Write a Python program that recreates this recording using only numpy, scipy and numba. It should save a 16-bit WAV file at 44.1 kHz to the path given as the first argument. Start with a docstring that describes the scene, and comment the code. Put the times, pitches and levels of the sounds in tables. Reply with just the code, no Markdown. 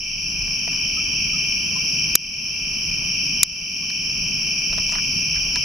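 """A night chorus of insects by a lake: a shrill wall of rasping wings, and crickets trilling at three
pitches, each wing stroke a short tone. Close by, a fishing reel is handled: soft knocks and rubs, and
two hard snaps of its lever that ring its modes. Bubbles plip in the water over a low, far rumble.
The snaps overload the camera, whose gain control ducks the chorus and lets it swell back."""
import sys
import numpy as np
from scipy import signal
from scipy.fft import rfft, irfft, next_fast_len
from scipy.io import wavfile
from scipy.ndimage import map_coordinates
from numba import njit

SR = 44100
rng = np.random.default_rng(int(sys.argv[2]) if len(sys.argv) > 2 else 0)


def generate_wav(sig):
    """Save sig (samples, or channels by samples) to the path in sys.argv[1] as 16-bit PCM at SR."""
    pcm = np.round(np.clip(np.atleast_2d(sig).T, -1, 1) * 32767).astype(np.int16)
    wavfile.write(sys.argv[1], SR, pcm)


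N = 248724

# spectral shapes of the insects' rasp and of its overtone: frequency_hz, density_db
RASP_SPECTRUM = [(2000, -65), (3400, -33.5), (3920, -35), (4120, -34), (5020, -4.5), (5450, 1.5),
                 (5690, -1.5), (5970, -5), (6220, -19), (6450, -27.5), (7800, -45.5), (10100, -85),
                 (17200, -120)]
OVERTONE_SPECTRUM = [(4710, -39), (8000, -38), (8240, -58), (8650, -15), (10900, 4), (11300, 3),
                     (12400, -6.5), (13500, -8), (14200, -24), (16100, -30), (22000, -120)]
# crowds of crickets: pitch_hz, pitch_spread_ratio, strokes_per_s, rate_spread_ratio, level_db, lean_db
CRICKET_CROWDS = [(2413, 0.014, 67, .1, -31, 3), (2660, 0.02, 61, .1, -31, 1.5),
                  (3052.5, 0.017, 42, .15, -34, -3.5)]
# the nearest crickets: pitch_hz, strokes_per_s, level_db, lean_db
CRICKET_SOLOS = [(3030, 38.9, -38.5, -4), (2425, 67.3, -38.5, 3)]
# how keenly the crickets sing: time_s, gain_db
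CRICKET_KEENNESS = [(0, .3), (.55, -1.5), (.82, 0.5), (1.5, 0.7), (1.88, -1.6), (2.1, -0.1), (3.6, -.2),
                    (4.3, 0.1), (5.4, -0.9)]
# nearer shrill insects: pitch_hz, width_hz, strokes_per_s, level_db, lean_db
NEAR_BUZZERS = [(5500, 220, 25, -36, 1), (5400, 400, 104, -37, -1)]
# snaps of the lever: start_s, level_db, slam_band_hz, seat_band_hz, seat_delay_s, jolt_db, jolt_band_hz
LEVER_SNAPS = [(2.1534, 14.5, 13000, 5800, 0.0022, 4.5, 520), (3.4314, 15, 8360, 6850, .0014, -6, 1050)]
# modes of the lever and of the whole reel jolted in the hand: frequency_hz, level_db, t60_s
LEVER_MODES = [(2410, 11.5, 0.0048), (3910, 0, 0.0093), (4580, 0.5, 0.0062), (5870, 2.5, 0.0037),
               (6685, -2.5, 0.0074), (7207, -1, 0.0049), (7940, -2.5, 0.0038), (9925, 2, 0.0046),
               (11350, 0, 0.0054), (11990, 0, 0.0069)]
JOLT_MODES = [(400, 1, 0.0044), (800, -4, .005), (1160, 0, 0.0044), (1560, 3, .007)]
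# modes of the reel's body: frequency_hz, level_db
BODY_MODES = [(440, -10), (665, -5.5), (1000, -2), (1270, -11), (1530, -8), (1740, -8), (1980, -6)]
# hands knocking the reel, each level relative within its column:
# start_s, ring_db, band_hz, t60_s, clatter_db, click_db, tick_db
HAND_KNOCKS = [(0.476, -37, 1850, .03, -31, -54, -56), (0.6765, -20, 580, .04, -24, -56, -70),
               (0.731, -35, 915, .025, -29, -54, -54), (0.7645, -37, 1900, .02, -36, -44, -43),
               (2.084, -48, 1200, .02, -46, -48, -48), (2.11, -42, 700, .03, -39, -52, -45),
               (3.901, -29, 1650, .035, -29, -34, -45), (4.728, -28, 600, .05, -25, -37, -40),
               (4.7795, -24, 700, .045, -19, -42, -47), (4.8925, -35, 900, .03, -35, -35, -38),
               (4.9225, -29, 640, .05, -25, -39, -24), (4.935, -30, 900, .04, -36, -38, -50),
               (4.9525, -26, 1500, .05, -22, -38, -43), (4.959, -29, 600, .04, -36, -50, -60),
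               (5.361, -31, 1900, .06, -32, -48, -55), (5.5575, -20.5, 1700, .03, -19, -26, -39),
               (5.5655, -28, 1000, .04, -33, -44, -56)]
# fingers rubbing the reel: middle_s, length_s, level_db, centre_hz
FINGER_RUBS = [(0.75, .09, -50, 1250), (4.79, .04, -48, 1000), (4.914, .03, -45, 6000),
               (4.953, .07, -45.5, 1050), (4.988, .03, -37.5, 1450), (5.37, .06, -47, 1600)]
# bubbles in the water: start_s, relative_level_db, pitch_hz
BUBBLES = [(0.9675, -29, 1265), (1.33, -32, 1245), (1.752, -29.5, 1000), (3.8177, -38, 1100)]
# spectral shape of the far rumble: frequency_hz, density_db
RUMBLE_SPECTRUM = [(15, -32), (25, 3.5), (108, -7), (140, -2.5), (175, 0), (234, -6.5), (429, -19),
                   (479, -19), (771, -25), (1030, -22), (1660, -26), (2000, -28), (2600, -44), (4400, -120)]
# soft bumps in the deepest rumble: middle_s, level_db
RUMBLE_BUMPS = [(0.08, -38), (0.45, -36), (2.92, -39), (4.76, -34), (5.41, -42)]
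# swells of the far murmur: middle_s, length_s, rise_db
MURMUR_SWELLS = [(0.25, .12, 3), (1.28, .3, 3), (1.7, .1, 3), (2.0, .12, 3), (3.28, .3, 4), (3.8, .1, 4),
                 (4.25, .22, 4), (5.17, .12, 5)]
# likeness of left and right in rasp and rumble: frequency_hz, coherence_ratio
STEREO_COHERENCE = [(60, 0.8), (250, 0.66), (700, 0.25), (2000, 0.4), (5500, 0.69), (12000, 1)]
# their level on the left over that on the right: frequency_hz, lean_db
STEREO_LEAN = [(60, -2), (110, -2.5), (190, -4.5), (350, -5.5), (630, -6), (1140, -3), (2040, -1),
               (3680, 2), (6630, -0.5), (11900, 1.5)]


def shrill_insects(count=8, strokes_per_s=150, rate_spread=.35, depth=0.18, overtone_db=-28):
    """Incoherent summation: many rasps, each noise pulsed by wing strokes, fuse into a shimmering wall."""
    t, rasps = np.arange(N) / SR, np.zeros((2, N))
    for _ in range(count):
        cycles = strokes_per_s * np.exp(rate_spread * rng.normal()) * t + .5 * wobble(4.4)
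        rasps += (1 + depth * np.cos(2 * np.pi * cycles)) * rng.standard_normal((2, N))
    wall = diffuse(rasps, RASP_SPECTRUM) + amp(overtone_db) * diffuse(rasps, OVERTONE_SPECTRUM)
    shimmer_db = 0.35 * wobble(11)
    return wall * amp(-23.5 + shimmer_db)


def trill(pitch_hz, strokes_per_s, stroke_s, sag, wet_db, jitter_s=.0005, uneven_db=2.0, t60_s=0.47):
    """Stridulation: each wing stroke of a cricket is a short tone whose pitch sags as the wing slows."""
    progress = np.linspace(0, 1, int(stroke_s * SR))
    glide_hz = pitch_hz * (1 - sag * (progress - .5))
    stroke = np.sin(np.pi * progress) * np.sin(2 * np.pi * np.cumsum(glide_hz) / SR)
    timing, force = rng.standard_normal((600, 2)).T
    starts_s = (np.arange(len(timing)) + rng.random()) / strokes_per_s + jitter_s * timing
    pulses = np.bincount(np.abs(starts_s * SR).astype(int), amp(uneven_db * force), N)[:N]
    # the trees scatter the call along different paths to each microphone port
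    t = np.arange(SR // 5) / SR
    echoes = unit(rng.standard_normal((2, len(t))) * amp(-60 * t / t60_s))
    paths = amp(wet_db) * echoes / np.sqrt(len(t))
    paths[:, 0] += 1  # the direct path
    scattered = signal.fftconvolve(stroke[None], paths, axes=1)
    return unit(signal.oaconvolve(pulses[None], scattered, axes=1)[:, :N])


def crickets(count=9, solo_duty=0.72):
    """Superposition: trills a little apart in pitch and pace blur into crowds; two crickets sing nearer."""
    out = np.zeros((2, N))
    for hz, hz_spread, rate, rate_spread, db, lean_db in CRICKET_CROWDS:
        crowd = np.zeros((2, N))
        for detune in np.linspace(-hz_spread, hz_spread, count):
            own_rate = rate * np.exp(rate_spread * rng.normal())
            crowd += trill(hz * (1 + detune), own_rate, stroke_s=0.00943, sag=0.099, wet_db=-1.0)
        out += panned(unit(crowd), lean_db) * amp(db + 0.46 * wobble(5.9))
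    for hz, rate, db, lean_db in CRICKET_SOLOS:
        solo = trill(hz, rate, stroke_s=solo_duty / rate, sag=.035, wet_db=-8, jitter_s=.0003)
        out += panned(solo, lean_db) * amp(db + 0.18 * wobble(4.6))
    keenness_db = np.interp(np.arange(N) / SR, *np.transpose(CRICKET_KEENNESS))
    return lagged(out * amp(keenness_db), lag_ms=0.035)


def buzzers():
    """Forced resonance: each stroke's scrape drives a narrow resonance of the wing."""
    t, out = np.arange(N) / SR, np.zeros((2, N))
    for hz, width_hz, rate, db, lean_db in NEAR_BUZZERS:
        strokes = np.sin(np.pi * (rate * t + .2 * wobble(3))) ** 2
        wing = resonate(strokes * rng.standard_normal(N), hz, width_hz)
        out += panned(amp(db) * unit(wing), lean_db)
    return out


def whistler(pitch_hz=5567, drift_hz=5, level_db=-39.5, flutter_db=2):
    """Random modulation: one insect's thin note drifts in pitch and flutters in level on each side."""
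    phase = 2 * np.pi * np.cumsum(pitch_hz + drift_hz * wobble(12)) / SR
    flutter = amp(flutter_db * np.array([wobble(18), wobble(7.9)]))
    return amp(level_db) * unit(np.sin(phase) * flutter)


def lever_snaps(slam_s=.00055, rebound_s=.0034, light_band_hz=6270, crack_db=-15, crack_t60_s=.013):
    """Impact excitation: each contact of the lever cracks and rings it; the slam also jolts the reel."""
    ring, crack = np.zeros((2, N))
    t = np.arange(SR // 20) / SR
    for start_s, snap_db, slam_hz, seat_hz, seat_s, jolt_db, jolt_hz in LEVER_SNAPS:
        contacts = [(0, -15.5, light_band_hz),  # the catch trips
                    (slam_s, 0, slam_hz),  # the lever slams home,
                    (seat_s, -4, seat_hz),  # seats
                    (rebound_s, -5.5, light_band_hz)]  # and rebounds once
        for delay_s, contact_db, band_hz in contacts:
            at_s, db = start_s + delay_s, snap_db + contact_db
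            add(ring, at_s, amp(db) * struck(LEVER_MODES, t, band_hz, octaves=0.4))
            add(crack, at_s, burst(t, db + crack_db, crack_t60_s))
        add(ring, start_s + slam_s, amp(jolt_db) * struck(JOLT_MODES, t, jolt_hz, octaves=1.1))
    sound = ring + resonate(crack, centre_hz=7500, width_hz=4300)
    return lagged(panned(sound, lean_db=1.2), lag_ms=0.005)


def reel_knocks(detune=0.029, click_t60_s=0.013):
    """Damped vibration: a touch clicks small parts and rings body modes that the grip shifts and damps."""
    ring, clatter, click, tick = np.zeros((4, N))
    t = np.arange(SR // 5) / SR
    for start_s, ring_db, band_hz, t60_s, clatter_db, click_db, tick_db in HAND_KNOCKS:
        modes = [(hz * (1 + detune * rng.normal()), db, t60_s) for hz, db in BODY_MODES]
        add(ring, start_s, amp(ring_db) * struck(modes, t, band_hz, octaves=0.44))
        add(clatter, start_s, burst(t, clatter_db + 2, t60_s))
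        add(click, start_s, burst(t, click_db + 22, click_t60_s))
        add(tick, start_s, burst(t, tick_db + 20, click_t60_s))
    sound = ring + resonate(clatter, centre_hz=1670, width_hz=2100)
    sound += resonate(click, centre_hz=4500, width_hz=1750)
    sound += resonate(tick, centre_hz=6330, width_hz=850)
    return panned(sound, lean_db=-1.5)


def finger_rubs(slips_per_s=1500, width_ratio=0.75):
    """Stick-slip friction: fingers slide over the reel in a run of tiny slips that swells and fades."""
    out = np.zeros(N)
    for middle_s, length_s, db, hz in FINGER_RUBS:
        slips = rng.standard_normal(N) * (rng.random(N) < slips_per_s / SR)
        out += amp(db) * hump(middle_s, length_s) * unit(resonate(slips, hz, width_ratio * hz))
    return panned(out, lean_db=-6)


def water_plips(length_s=0.042, rise_per_s=1.2, rough_rad=0.35, gain_db=-8.0):
    """Bubble resonance: each bubble rings with a soft start and a slightly rising pitch."""
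    out, t = np.zeros(N), np.arange(int(length_s * SR)) / SR
    envelope = np.sin(np.pi * (t / length_s) ** .6) ** 2
    for start_s, db, hz in BUBBLES:
        phase = 2 * np.pi * hz * t * (1 + rise_per_s * t / 2) + rough_rad * wobble(370)[:len(t)]
        add(out, start_s, amp(db + gain_db) * envelope * np.sin(phase))
    return panned(out, lean_db=4.5)


def far_rumble(deep_hz=85, swell_top_hz=296, bump_length_s=0.142):
    """Amplitude modulation of a far murmur: its middle band swells, its deepest heaves and bumps."""
    murmur = diffuse(rng.standard_normal((2, N)), RUMBLE_SPECTRUM)
    deep = filtered(murmur, lambda hz: 1 / (1 + (hz / deep_hz) ** 4))
    upper = filtered(murmur, lambda hz: 1 - 1 / (1 + (hz / swell_top_hz) ** 4))
    middle = murmur - deep - upper
    heave = amp(-42.5 + 1.5 * wobble(8.8))
    bumps = sum(amp(db) * hump(middle_s, bump_length_s) for middle_s, db in RUMBLE_BUMPS)
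    swell = amp(sum(db * hump(middle_s, length_s) for middle_s, length_s, db in MURMUR_SWELLS))
    waver = amp(-36 + 1.32 * wobble(6.3))
    return (middle * swell + upper) * waver + unit(deep) * (heave + bumps)


def struck(modes, t, band_hz, octaves):
    """Modal synthesis: a contact rings mostly the modes near its own band."""
    reach = lambda hz: 1 / (1 + (np.log2(hz / band_hz) / octaves) ** 2)
    return sum((-1) ** k * reach(hz) * amp(db - 60 * t / t60_s) * np.sin(2 * np.pi * hz * t)
               for k, (hz, db, t60_s) in enumerate(modes))


def burst(t, level_db, t60_s):
    """Exponential decay of white noise."""
    return amp(level_db - 60 * t / t60_s) * rng.standard_normal(len(t))


def resonate(x, centre_hz, width_hz):
    """Second-order resonance, applied twice for steep skirts."""
    return filtered(x, lambda f: (1j * f * width_hz / (centre_hz ** 2 - f * f + 1j * f * width_hz)) ** 2)


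def diffuse(pair, spectrum):
    """Partial coherence: two unrelated signals mix into one coloured, wide stereo sound of rms 1."""
    def mid_side_gains(hz):
        angle = np.arccos(np.clip(along(STEREO_COHERENCE, hz), -1, 1)) / 2
        return amp(along(spectrum, hz)) * [np.cos(angle), np.sin(angle)]
    mid, side = filtered(pair, mid_side_gains)
    stereo = np.array([mid + side, mid - side])
    return unit(filtered(stereo, lambda hz: panned(1, along(STEREO_LEAN, hz))))


def panned(x, lean_db):
    """Level difference: left is louder than right by lean_db."""
    return x * amp(np.array([[.5], [-.5]]) * lean_db)


def lagged(pair, lag_ms):
    """Arrival-time difference: sound reaches the left port lag_ms after the right."""
    return filtered(pair, lambda hz: np.exp(np.array([[-1j], [1j]]) * np.pi * hz * lag_ms / 1000))


def filtered(x, response):
    """Linear filtering: the spectrum of x times a complex frequency response."""
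    size = next_fast_len(N + SR // 2)
    return irfft(rfft(x, size) * response(np.fft.rfftfreq(size, 1 / SR)), size)[..., :N]


def hump(middle_s, length_s):
    """Gaussian envelope, length_s wide at 1/e of its peak."""
    return np.exp(-(2 * (np.arange(N) / SR - middle_s) / length_s) ** 2)


def wobble(knots_per_s):
    """Smooth random fluctuation."""
    knots = rng.standard_normal(int(N * knots_per_s / SR) + 4)
    return map_coordinates(knots, [np.arange(N) * knots_per_s / SR])


def along(points, hz):
    """Interpolation on a logarithmic frequency axis."""
    points_hz, values = np.transpose(points)
    return np.interp(np.log(hz + 1), np.log(points_hz + 1), values)


def add(track, start_s, sound):
    """Superposition of a sound on a track."""
    part = track[round(start_s * SR):][:len(sound)]
    part += sound[:len(part)]


def amp(db):
    """Decibels to amplitude ratio."""
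    return 10 ** (np.asarray(db) / 20)


def unit(x):
    """Normalisation to rms 1."""
    return x / np.sqrt(np.mean(x ** 2) + 1e-20)


def scene():
    """Superposition of the chorus, the far rumble and the small sounds nearby."""
    chorus = crickets() + shrill_insects() + buzzers() + whistler()
    return chorus + far_rumble() + lever_snaps() + reel_knocks() + finger_rubs() + water_plips()


@njit
def gain_control(peak, limit, gain, attack_s, release_s):
    """Negative feedback: gain falls fast while the output is over the limit, then creeps back toward 1."""
    gains = np.empty(len(peak))
    for i in range(len(peak)):
        if peak[i] * gain > limit:
            gain += (limit / peak[i] - gain) / (attack_s * SR)
        else:
            gain += (1 - gain) / (release_s * SR)
        gains[i] = gain
    return gains


def record(dry, limit_db=-4, start_db=-7.0, top_hz=15200):
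    """Compression, its gain still recovering at first; then clipping and the camera's band limit."""
    peak = np.abs(dry).max(axis=0)
    gain = gain_control(peak, float(amp(limit_db)), float(amp(start_db)), attack_s=0.00046, release_s=0.62)
    clipped = np.clip(dry * gain, -1, 1)
    return filtered(clipped, lambda hz: 1 / (1 + (hz / top_hz) ** 60))


dry = scene()
out = record(dry)
generate_wav(out)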